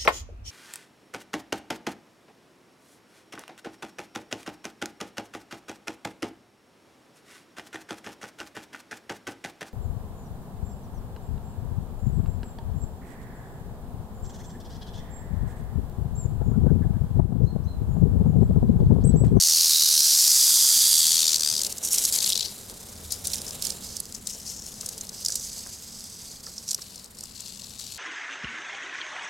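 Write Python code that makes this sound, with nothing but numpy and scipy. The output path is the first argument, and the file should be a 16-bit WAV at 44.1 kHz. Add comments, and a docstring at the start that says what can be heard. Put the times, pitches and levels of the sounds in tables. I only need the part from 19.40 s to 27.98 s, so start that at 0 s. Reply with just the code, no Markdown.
"""A rattlesnake's tail buzzes close by in a shallow earth den, about 78 strokes a second, then falls
apart into single shakes: loose hollow segments clash and ring, their colour turning with the tail.
Snakes slide over soil and each other, rattles dragging and clicking; a farther one whirrs, and a last
one starts up softly. Bodies scrape the dirt over a low outdoor rumble, with soft handling bumps and
a few small knocks."""
import sys
import numpy as np
from scipy import signal
from scipy.fft import rfft, irfft, next_fast_len
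from scipy.io import wavfile
from scipy.ndimage import uniform_filter1d, map_coordinates

SR = 44100
rng = np.random.default_rng(int(sys.argv[2]) if len(sys.argv) > 2 else 0)


def transcribe(u):
    """Save the signal u as a 16-bit wav file named by the first command-line argument.

    u: samples, shape (n,) or (channels, n), limited to [-1, 1]; the rate is SR.
    q: integer samples, one column per channel.
    """
    v = np.clip(np.atleast_2d(u).T, -1, 1)
    q = np.round(v * 32767).astype(np.int16)
    wavfile.write(sys.argv[1], SR, q)


N = 378378
BUZZ_END_S = 2.195

# the near rattle's pose: time_s, pitch_ratio of its low resonances, turned_away (0-1), treble_db
RATTLE_POSE = [(0, 1.016, 0.14, -0.5), (.37, 0.86, 0, 2.5), (.7, 0.96, 0.2, 1), (.9, 1.075, 0.37, 0.5),
               (1.1, 1.033, 0.9, 2), (1.55, 1.033, 0.9, 1), (1.85, 1.0, 0.85, -3.5),
               (2.25, 1.06, 0.53, -6.5), (2.46, 1.27, 0, 2), (2.64, 1.17, 0.5, 2.5), (2.78, 1.06, 0.7, 3),
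               (2.88, 0.89, 1, 9), (2.98, 0.8, 0.1, -4), (3.1, 0.84, 0, -5), (3.9, 1.15, 0.2, -5),
               (5.05, 1.17, 0, -10.5), (6.0, 1.3, 0, -7), (7.3, 1.22, 0.2, -9)]
# how hard the bodies slide: time_s, level_db
BODY_SLIDE = [(0, -60.5), (1.6, -59.5), (2.1, -48), (3.6, -51.5), (4.04, -47.5), (4.35, -49), (4.75, -55.5),
              (5.3, -55), (5.52, -52), (6.1, -55.5), (7.0, -58), (8.58, -60)]
# stereo width of the rattles and scales: frequency_hz, side_over_mid_db
RATTLE_WIDTH = [(1000, -26), (2500, -72), (4500, -29), (8000, -15.5), (12000, -7)]
# stereo width of the ground and air: frequency_hz, side_over_mid_db
GROUND_WIDTH = [(60, -22), (150, -20), (300, -10), (700, -2.5), (2000, -1)]


def amp(db):
    return 10 ** (np.asarray(db) / 20)


def unit(x):
    return x / np.sqrt(np.mean(x ** 2) + 1e-20)


def steady(x, size):
    """Ride x to an rms of 1 over a running window of size samples."""
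    return x / np.sqrt(np.abs(uniform_filter1d(np.mean(x ** 2, axis=0), size=size)))


def along(points, hz):
    """Read (frequency_hz, value) points on a log frequency axis."""
    frequencies, values = np.transpose(points)
    return np.interp(np.log(hz + 1), np.log(frequencies + 1), values)


def curves(rows):
    """An automation curve for each column after the time."""
    time_s, *columns = np.transpose(rows)
    return [np.interp(np.arange(N) / SR, time_s, column) for column in columns]


def wobble(rate):
    """A smooth random curve, rate knots a second."""
    coarse = np.arange(0, N + 32, 32)
    knots = rng.standard_normal(int(N * rate / SR) + 4)
    smooth = map_coordinates(knots, [coarse * rate / SR], mode="nearest")
    return np.interp(np.arange(N), coarse, smooth)


def ring(x, colour, size=1024):
    """Ring x through a minimum-phase body of the given (frequency_hz, gain_db) colour."""
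    cepstrum = irfft(np.log(amp(along(colour, np.fft.rfftfreq(size, 1 / SR)))))
    fold = np.r_[1, np.full(size // 2 - 1, 2), 1, np.zeros(size // 2 - 1)]
    response = irfft(np.exp(rfft(cepstrum * fold)))
    return signal.fftconvolve(x, response[None], axes=1)[:, :x.shape[1]]


def spread(pair, width):
    """Two unrelated signals, as mid and side, become left and right."""
    side = ring(pair[1:], width)[0]
    return np.array([pair[0] + side, pair[0] - side])


def panned(x, pan_db):
    """Left louder than right by pan_db."""
    return x * amp(np.array([pan_db, -pan_db]).reshape(2, -1) / 2)


def add(track, sound, start_s):
    part = track[:, round(start_s * SR):][:, :sound.shape[1]]
    part += sound[:, :part.shape[1]]


def contacts(size, per_second, hiss, life_s=0.00048):
    """Tiny random impacts on a bed of rubbing hiss, as a pair of noises for mid and side."""
    hits = (rng.random(size) < per_second / SR) * rng.exponential(size=size) * SR / per_second
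    decay = np.exp(-1 / (life_s * SR))
    power = signal.lfilter([1 - decay], [1, -decay], hits)
    return rng.standard_normal((2, size)) * np.sqrt(power + hiss ** 2)


def strokes(rate_hz, depth_db, scatter):
    """Loudness of a shaken tail: segments clash once a stroke; scatter is timing jitter in strokes."""
    phase = np.cumsum(rate_hz * np.ones(N)) / SR + scatter * wobble(60)
    clash = ((1 + np.cos(2 * np.pi * phase)) / 2) ** 2
    gain = amp(depth_db * clash * (1 + 0.05 * wobble(75)))
    return gain / np.sqrt(uniform_filter1d(gain ** 2, size=3000))


def hollow_segments(clashes):
    """Contacts ring the near rattle's horny shells, whose colour follows the pose of the tail."""
    # the rattle's colour facing out and turned away: frequency_hz, gain_db
    facing = [(300, -32), (900, -28), (2200, -23.5), (3000, -18), (3800, -10), (4700, 1), (5600, 3.2),
              (7700, -2), (9000, -4.5), (12200, -8), (14000, -11), (15600, -20)]
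    turned = [(300, -37.5), (900, -27.5), (2300, -22.5), (2750, -18.5), (3300, -6.5), (4000, -7.5),
              (4650, -1), (5250, -6), (5800, -3), (7100, -3.5), (8100, -3.7), (9000, -6.5), (11500, -7.5),
              (14000, -14.5), (15600, -23)]
    # its sharpest resonances: centre_hz, half_width_hz, boost_db
    resonances = [(4450, 240, 2.5), (5300, 220, 0)]
    hz, t, spectrum = signal.stft(clashes, SR, nperseg=512)
    time_s, *pose = np.transpose(RATTLE_POSE)
    pitch_ratio, away, treble_db = [np.interp(t, time_s, column) for column in pose]
    hz = hz[:, None]
    shifted = hz / pitch_ratio ** np.clip(2 - hz / 6000, 0, 1)  # only the low resonances move
    colour_db = (1 - away) * along(facing, shifted) + away * along(turned, shifted)
    colour_db += sum(db / (1 + ((shifted - centre) / width) ** 2) for centre, width, db in resonances)
    colour_db += treble_db * np.clip((hz - 5000) / 6000, 0, 1)
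    gain = amp(colour_db)
    gain /= np.sqrt(np.mean(gain ** 2, axis=0))  # turning changes the colour, not the power
    return signal.istft(spectrum * gain, SR, nperseg=512)[1][:, :N]


def shifting_colour(x, depth_db, hold_s):
    """Loose segments and the paths round the den keep changing, so narrow ridges of colour come and go."""
    spectrum = signal.stft(x, nperseg=512)[2]
    ridges = uniform_filter1d(rng.standard_normal(spectrum.shape[1:]), size=4, axis=0)
    ridges = uniform_filter1d(ridges, max(1, int(hold_s * SR / 256)), axis=1)
    return signal.istft(spectrum * amp(depth_db * unit(ridges)), nperseg=512)[1][:, :N]


def tail_buzz(crossover_hz=5600, release_s=.02):
    """The near tail: whole segments clack once a stroke, while their rims chatter more evenly on top."""
    # the buzz's fader and pan: time_s, level_db, pan_db
    buzz_mix = [(0, -18.5, 0), (.45, -19, -1), (.9, -17.5, 0), (1.55, -18, -1.5), (1.75, -20, 2.5),
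                (1.94, -22, 3.5), (1.99, -29, -1), (2.05, -23, 4), (2.19, -27, 4)]
    # how fast the tail is shaken: time_s, rate_hz
    stroke_rate = [(0.0, 81.4), (0.32, 80.4), (0.42, 77.1), (0.93, 75.9), (1.03, 74.0), (1.33, 78.8),
                   (1.86, 80.1), (2.06, 75.7), (2.2, 75.8)]
    # how distinct the strokes are, deepened for clacks and eased for chatter: time_s, depth_db
    pulsing = [(0, 5.8), (.45, 5.2), (.75, 3.5), (1.05, 2), (1.5, 2.5), (1.72, 9), (1.92, 11.5), (2.02, 17),
               (2.2, 15)]
    level_db, pan_db = curves(buzz_mix)
    rate_hz, = curves(stroke_rate)
    depth_db, = curves(pulsing)
    stroke = strokes(rate_hz, depth_db, scatter=.003 * depth_db)  # distinct strokes come less evenly
    grains = contacts(N, per_second=4100, hiss=0.61)
    low, high = [signal.butter(3, crossover_hz, kind, fs=SR, output="sos") for kind in ("low", "high")]
    clacks = signal.sosfilt(low, steady(grains * stroke ** 1.15, size=3000))
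    chatter = signal.sosfilt(high, steady(grains * stroke ** 0.7, size=3000))
    rattle = shifting_colour(hollow_segments(clacks + chatter), depth_db=1.2, hold_s=.25)
    rattle = steady(spread(rattle, RATTLE_WIDTH), size=5000)
    release = np.exp(-np.maximum(np.arange(N) / SR - BUZZ_END_S, 0) / release_s)
    return panned(rattle * amp(level_db) * release, pan_db)


def ground(sway_db=0.9, air_db=-57.5):
    """Heavy bodies scrape the dirt in small slips, over a low rumble and still outdoor air."""
    # colours of the rumble, the air and the scraped dirt: frequency_hz, gain_db
    rumble_colour = [(12, -27), (20, -2), (38, -5.5), (75, 0), (113, -3), (152, -5.5), (199, 0),
                     (235, -2.5), (280, -12.5), (330, -19), (430, -45), (730, -120)]
    air_colour = [(100, -12), (300, 0), (500, -11), (1000, -3), (2000, -8), (5000, -15.5), (15000, -14.5)]
    scrape_colour = [(150, -16.5), (300, -4.5), (450, 1.5), (600, -3), (800, -5.5), (1100, -11),
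                     (1600, -13), (2500, -21), (5000, -15), (12000, -52)]
    # the rumble's slow rise and fall: time_s, level_db
    rumble_level = [(0.0, -55), (0.14, -58.5), (3.99, -48), (8.08, -54.5), (8.22, -51), (8.58, -54.5)]
    rumble_db, = curves(rumble_level)
    slide_db, = curves(BODY_SLIDE)
    rumble = unit(spread(ring(rng.standard_normal((2, N)), rumble_colour, size=16384), GROUND_WIDTH))
    air = unit(spread(ring(rng.standard_normal((2, N)), air_colour), GROUND_WIDTH))
    slips = contacts(N, per_second=900, hiss=1) * amp(1.1 * wobble(25))
    scrape = unit(spread(ring(slips, scrape_colour), GROUND_WIDTH))
    return rumble * amp(rumble_db + sway_db * wobble(7)) + scrape * amp(slide_db) + air * amp(air_db)


def bouts(rows, attack_share, release_s, swell_db_per_s=0.5):
    """Left and right gain for spells of rattling: each rises, swells slightly as it holds, and dies."""
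    power = np.zeros((2, N))
    for start_s, length_s, level_db, pan_db in rows:
        t = np.arange(N) / SR - start_s
        rise = np.clip(t / (attack_share * length_s) + .5, 0, 1)
        swell_db = swell_db_per_s * (np.clip(t, 0, length_s) - length_s / 2)
        release = np.exp(-np.maximum(t - length_s, 0) / release_s)
        power += panned(rise * amp(level_db + swell_db) * release, pan_db) ** 2
    return np.sqrt(power)


def stirring_snakes(scales_over_slide_db=6, grit_db=-13.5):
    """Scales hiss over soil, the near rattle drags, a far one whirrs, and a last one starts up."""
    # colours of the scales, the far rattle and the last rattle: frequency_hz, gain_db
    scale_colour = [(500, -23), (1500, -16.5), (2800, -6), (3900, 0.5), (5200, -4), (7400, 4), (9000, 0.5),
                    (12500, -2.5), (15600, -12)]
    far_colour = [(700, -34), (2000, -20.5), (3200, -18.5), (4200, -7), (5000, 4), (5600, -1.5),
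                  (6200, 2.5), (7200, -3), (8000, -0.5), (9000, -9.5), (12500, -12), (15600, -28)]
    last_colour = [(700, -33), (2000, -20.5), (2750, -7.5), (3300, -9), (4200, 1.5), (5000, 1), (5600, 0),
                   (6200, -2.5), (6900, -2), (7650, 0.5), (8800, -9.5), (12500, -11), (15000, -25)]
    # flicks and drags of the near rattle: start_s, length_s, level_db, pan_db, scale_rub_db (relative)
    drags = [(2.2, 0.1, -41.5, -1, 2.5), (2.431, 0.054, -28.5, 0, -9.5), (2.514, 0.08, -27.5, 0, -2),
             (2.618, 0.07, -26.5, -0.5, -4.5), (2.727, 0.036, -25.5, 2.5, -1.5),
             (2.81, 0.1, -29.5, 0.5, -3.5), (2.949, 0.12, -32.5, 6.5, -19), (3.705, 0.023, -34, 7, -11),
             (3.835, .16, -40.5, -4.5, -0.5), (4.064, 0.015, -35.5, 5, -9), (4.208, 0.096, -39, -5.5, 2),
             (4.742, 0.011, -41, 7.5, -14), (4.862, 0.084, -38.5, 4.5, -11), (4.96, 0.34, -43, 3.5, -10),
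             (5.058, 0.046, -37.5, 5, -10), (5.39, .13, -47, 3, -3), (5.867, 0.18, -37.5, -2, -24),
             (7.278, 0.02, -32.5, 0, -17)]
    # whirrs of the far rattle and of the last: start_s, length_s, level_db, pan_db
    far_bouts = [(3.15, 1.6, -54, 0), (4.42, 0.15, -40, -4), (5.3, 0.31, -49.5, 5), (5.73, .47, -39, -1),
                 (6.2, 0.743, -43.5, -0.5), (7.03, 0.26, -44.5, -.5)]
    last_bouts = [(7.357, 0.26, -49, 6), (7.775, 0.32, -51, 9), (7.962, 0.396, -45.5, 7),
                  (8.38, 0.17, -40.5, 6)]
    scales = ring(contacts(N, per_second=1400, hiss=0.96) * amp(3.06 * wobble(90)), scale_colour)
    near = hollow_segments(contacts(N, per_second=1500, hiss=0.26) * amp(2.7 * wobble(120)))
    far = ring(contacts(N, per_second=1500, hiss=1.0) * amp(2.4 * wobble(110)), far_colour)
    last_grains = contacts(N, per_second=1900, hiss=0.35)
    last = ring(last_grains * strokes(rate_hz=50, depth_db=7.5, scatter=0.26), last_colour)
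    grit = ring(contacts(N, per_second=70, hiss=0), scale_colour)  # crumbs and straws under the bellies

    slide_db, = curves(BODY_SLIDE)
    pulls = [row[:4] for row in drags]
    rubs = [(start, length, db + rub_db, pan_db) for start, length, db, pan_db, rub_db in drags]
    dragging, rubbing = [bouts(rows, attack_share=0.28, release_s=0.028) for rows in (pulls, rubs)]
    whirring = [bouts(rows, attack_share=.08, release_s=0.064) for rows in (far_bouts, last_bouts)]
    sliding = np.hypot(amp(slide_db + scales_over_slide_db), rubbing)
    gains = [sliding, dragging, *whirring]
    gains.append(amp(grit_db) * np.sqrt(sum(gain ** 2 for gain in gains)))  # grit follows all the rest
    layers = (scales, near, far, last, grit)
    mix = sum(gain * spread(unit(layer), RATTLE_WIDTH) for gain, layer in zip(gains, layers))
    return shifting_colour(mix, depth_db=1.3, hold_s=.35)


def shake(time_s, treble_db, half_width_s, size=2048, lead_s=.012, segment_hz=4320):
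    """One cluster of segment contacts, pitched by the pose, and the den's brief answer: (start_s, sound)."""
    # a segment's colour round its lowest resonance: frequency_ratio, gain_db
    segment_colour = [(.2, -28.5), (.5, -27), (.7, -12), (.88, 0.5), (1.08, 5), (1.25, 2), (1.5, 2.5),
                      (2, -2)]
    t = np.arange(size) / SR - lead_s
    offset = t / half_width_s
    cluster = np.exp(-offset ** 2) * np.clip(2 * (offset + 0.77), 0, 1)
    den_tail = amp(-25 - 60 * t / 0.045) * (t > 0)
    clashes = contacts(size, per_second=2000, hiss=0.13) * (cluster + den_tail)
    pitch_ratio = np.interp(time_s, *np.transpose(RATTLE_POSE)[:2])
    resonance_hz = segment_hz * pitch_ratio ** 0.82
    hz = np.geomspace(900, 15500, 48)
    treble = [(5500, 0), (7500, (treble_db + 8) / 2), (9300, treble_db + 5.5),
              (12500, treble_db), (15500, treble_db - 12)]
    colour_db = np.interp(hz / resonance_hz, *np.transpose(segment_colour)) + along(treble, hz)
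    colour_db += rng.normal(0, 2.7, len(hz))  # other segments touch each time
    sound = unit(spread(ring(clashes, np.c_[hz, colour_db]), RATTLE_WIDTH))
    return time_s - lead_s, sound * np.sqrt(.01 * SR / size)  # the energy of 10 ms at rms 1


def single_shakes(half_width_s=0.003184, crest_db=15, treble_lift_db=11):
    """Separate strokes of a tail, each throwing the segments together in one sharp click."""
    # the loudest shakes: time_s, rough_peak_db, treble_db (before the lift), pan_db
    shakes = [(1.9582, -7, -18, 8), (2.006, -10.5, -15, 7), (2.2161, -9, -16, 5), (2.234, -11.5, -16, 2.5),
              (2.2476, -12, -16, 5), (2.2662, -13.5, -15, 8), (2.3235, -16, -15, 5), (2.381, -17, -13, 0.5),
              (2.449, -10.5, -14, -2), (2.472, -17, -17, 0.0), (2.5297, -6, -5, 0.0),
              (2.5454, -9, -11, 0.0), (2.559, -14, -12, 0.0), (2.582, -6.5, -10, 5), (2.638, -10, -12, 4),
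              (2.6525, -7, -13, -2), (2.6893, -16, -13, 0.0), (2.7232, -8.5, -8, 3), (2.7614, -12, -9, 4),
              (2.787, -9, -22, 9), (2.8042, -11.5, -24, 9), (2.8274, -10.5, -15, 6), (2.8424, -10, -27, 9),
              (2.861, -10, -21, 7), (2.8752, -10.5, -24, 5), (2.8924, -10, -11, 3.0),
              (2.9004, -8.5, -16, 5), (2.9264, -12.5, -21, 6), (2.9536, -9.5, -23, 7.5),
              (2.9762, -10, -17, 4.5), (3.0081, -10.5, -24, 7.0), (3.027, -15.5, -24, 9),
              (3.2979, -24, -14, 1.0), (3.7213, -10, -9, 3.0), (3.8704, -10.5, -8, 7),
              (3.933, -11, -19, -3.0), (4.2226, -12, -18, -5), (4.2507, -12.5, -17, -7),
              (4.268, -13, -17, -6), (4.3035, -13.5, -19, -7), (4.5665, -16, -14, -7),
              (4.602, -13.5, -7.5, -5.5), (4.8707, -13, -18, 5.5), (5.064, -24, -23, 4.5),
              (5.4094, -18, -16, 4), (5.461, -15, -13, 0.0), (5.4894, -15.5, -17, 0.0),
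              (5.5788, -21, -18, -1), (5.6106, -17.5, -23, -1.5), (5.6902, -20, -22, 4),
              (5.8489, -11.5, -21, 0), (5.861, -7.5, -20.5, -2.5), (5.883, -10.5, -19, -1.0),
              (5.9218, -13, -24, -3), (5.9557, -9.5, -17.5, -4), (7.065, -23, -31, -3),
              (7.1805, -18.5, -28, -1), (7.2885, -16, -26, -3), (7.3082, -12, -21, -4),
              (7.3137, -11, -20, -2.0), (7.3459, -8.5, -16, -1.5), (7.419, -21.5, -27, -4),
              (7.5577, -25, -20, 0.5), (7.644, -29, -11, 7), (7.7862, -26, -11, 3.0),
              (7.8077, -22.5, -15, -1.0), (7.836, -21, -13, -3), (8.0047, -22, -11, 5.5)]
    out = np.zeros((2, N))
    for time_s, peak_db, treble_db, pan_db in shakes:
        start_s, sound = shake(time_s + half_width_s / 3, treble_db + treble_lift_db, half_width_s)
        add(out, panned(sound * amp(peak_db - crest_db), pan_db), start_s)
    return out


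def handling_bumps():
    """Soft handling swells into short hollow booms of wavering pitch."""
    # the booms: centre_s, half_width_s, pitch_hz, level_db
    bumps = [(2.126, 0.012, 112, -44.5), (3.616, 0.11, 80, -49.5), (3.85, 0.25, 85, -51),
             (5.682, .04, 180, -50)]
    out, t = np.zeros(N), np.arange(N) / SR
    for centre_s, half_width_s, pitch_hz, level_db in bumps:
        swell = amp(level_db) * np.exp(-((t - centre_s) / half_width_s) ** 2)
        out += swell * np.sqrt(2) * np.sin(2 * np.pi * pitch_hz * t + 1.5 * wobble(9))
    return out


def stray_ticks(stirring, per_second=9, relative_db=-1, scatter_db=3):
    """Loose segments tick at random after the buzz, louder where the snakes stir more."""
    out = np.zeros((2, N))
    level = np.sqrt(np.abs(uniform_filter1d(stirring ** 2, size=4410, axis=1)))
    count = int(per_second * (N / SR - BUZZ_END_S))
    for time_s in rng.uniform(BUZZ_END_S, (N - 1) / SR, count):
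        start_s, sound = shake(time_s, treble_db=-6.5, half_width_s=0.0022)
        gain = level[:, [int(time_s * SR)]] * amp(relative_db + scatter_db * rng.standard_normal())
        add(out, sound * gain, start_s)
    return out


def dull_knocks(size=4096, t60_s=0.039, crest_db=22.5):
    """Light knocks: each blow is a fast-dying burst that sounds a tap and a soft thud."""
    # the blows: start_s, rough_peak_db, thud_over_tap_db
    knocks = [(5.43, -36, -7), (5.894, -34, -5), (6.264, -38.5, -5), (7.069, -36, -11), (7.387, -35.5, -10),
              (7.833, -38, -7)]
    # the tap's colour: frequency_hz, gain_db
    tap_colour = [(300, -14), (800, -14), (1100, -6), (1400, -6.5), (1900, -13.5), (3000, -26), (8000, -29)]
    out, t = np.zeros((2, N)), np.arange(size) / SR
    for start_s, peak_db, thud_db in knocks:
        blow = rng.standard_normal((2, size)) * amp(-60 * t / t60_s)
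        tap = unit(ring(blow, tap_colour))
        thud = unit(ring(blow, colour=[(100, -12), (400, -1), (900, -9), (3000, -45)]))
        add(out, amp(peak_db - crest_db) * spread(tap + amp(thud_db) * thud, GROUND_WIDTH), start_s)
    return out


def scene():
    """The buzzing tail, the stirring den and the ground, all up close."""
    stirring = stirring_snakes()
    snakes = tail_buzz() + single_shakes() + stirring
    return snakes + ground() + dull_knocks() + handling_bumps() + stray_ticks(stirring)


def record(dry, ceiling=.75, top_hz=16000):
    """A soft clip rounds off the tallest peaks, and a brick-wall filter cuts the very top."""
    rounded = dry / (1 + (dry / ceiling) ** 6) ** (1 / 6)
    size = next_fast_len(N + 8192)
    passband = np.fft.rfftfreq(size, 1 / SR) < top_hz
    return irfft(rfft(rounded, size) * passband, size)[:, :N]


dry = scene()
out = record(dry)
transcribe(out)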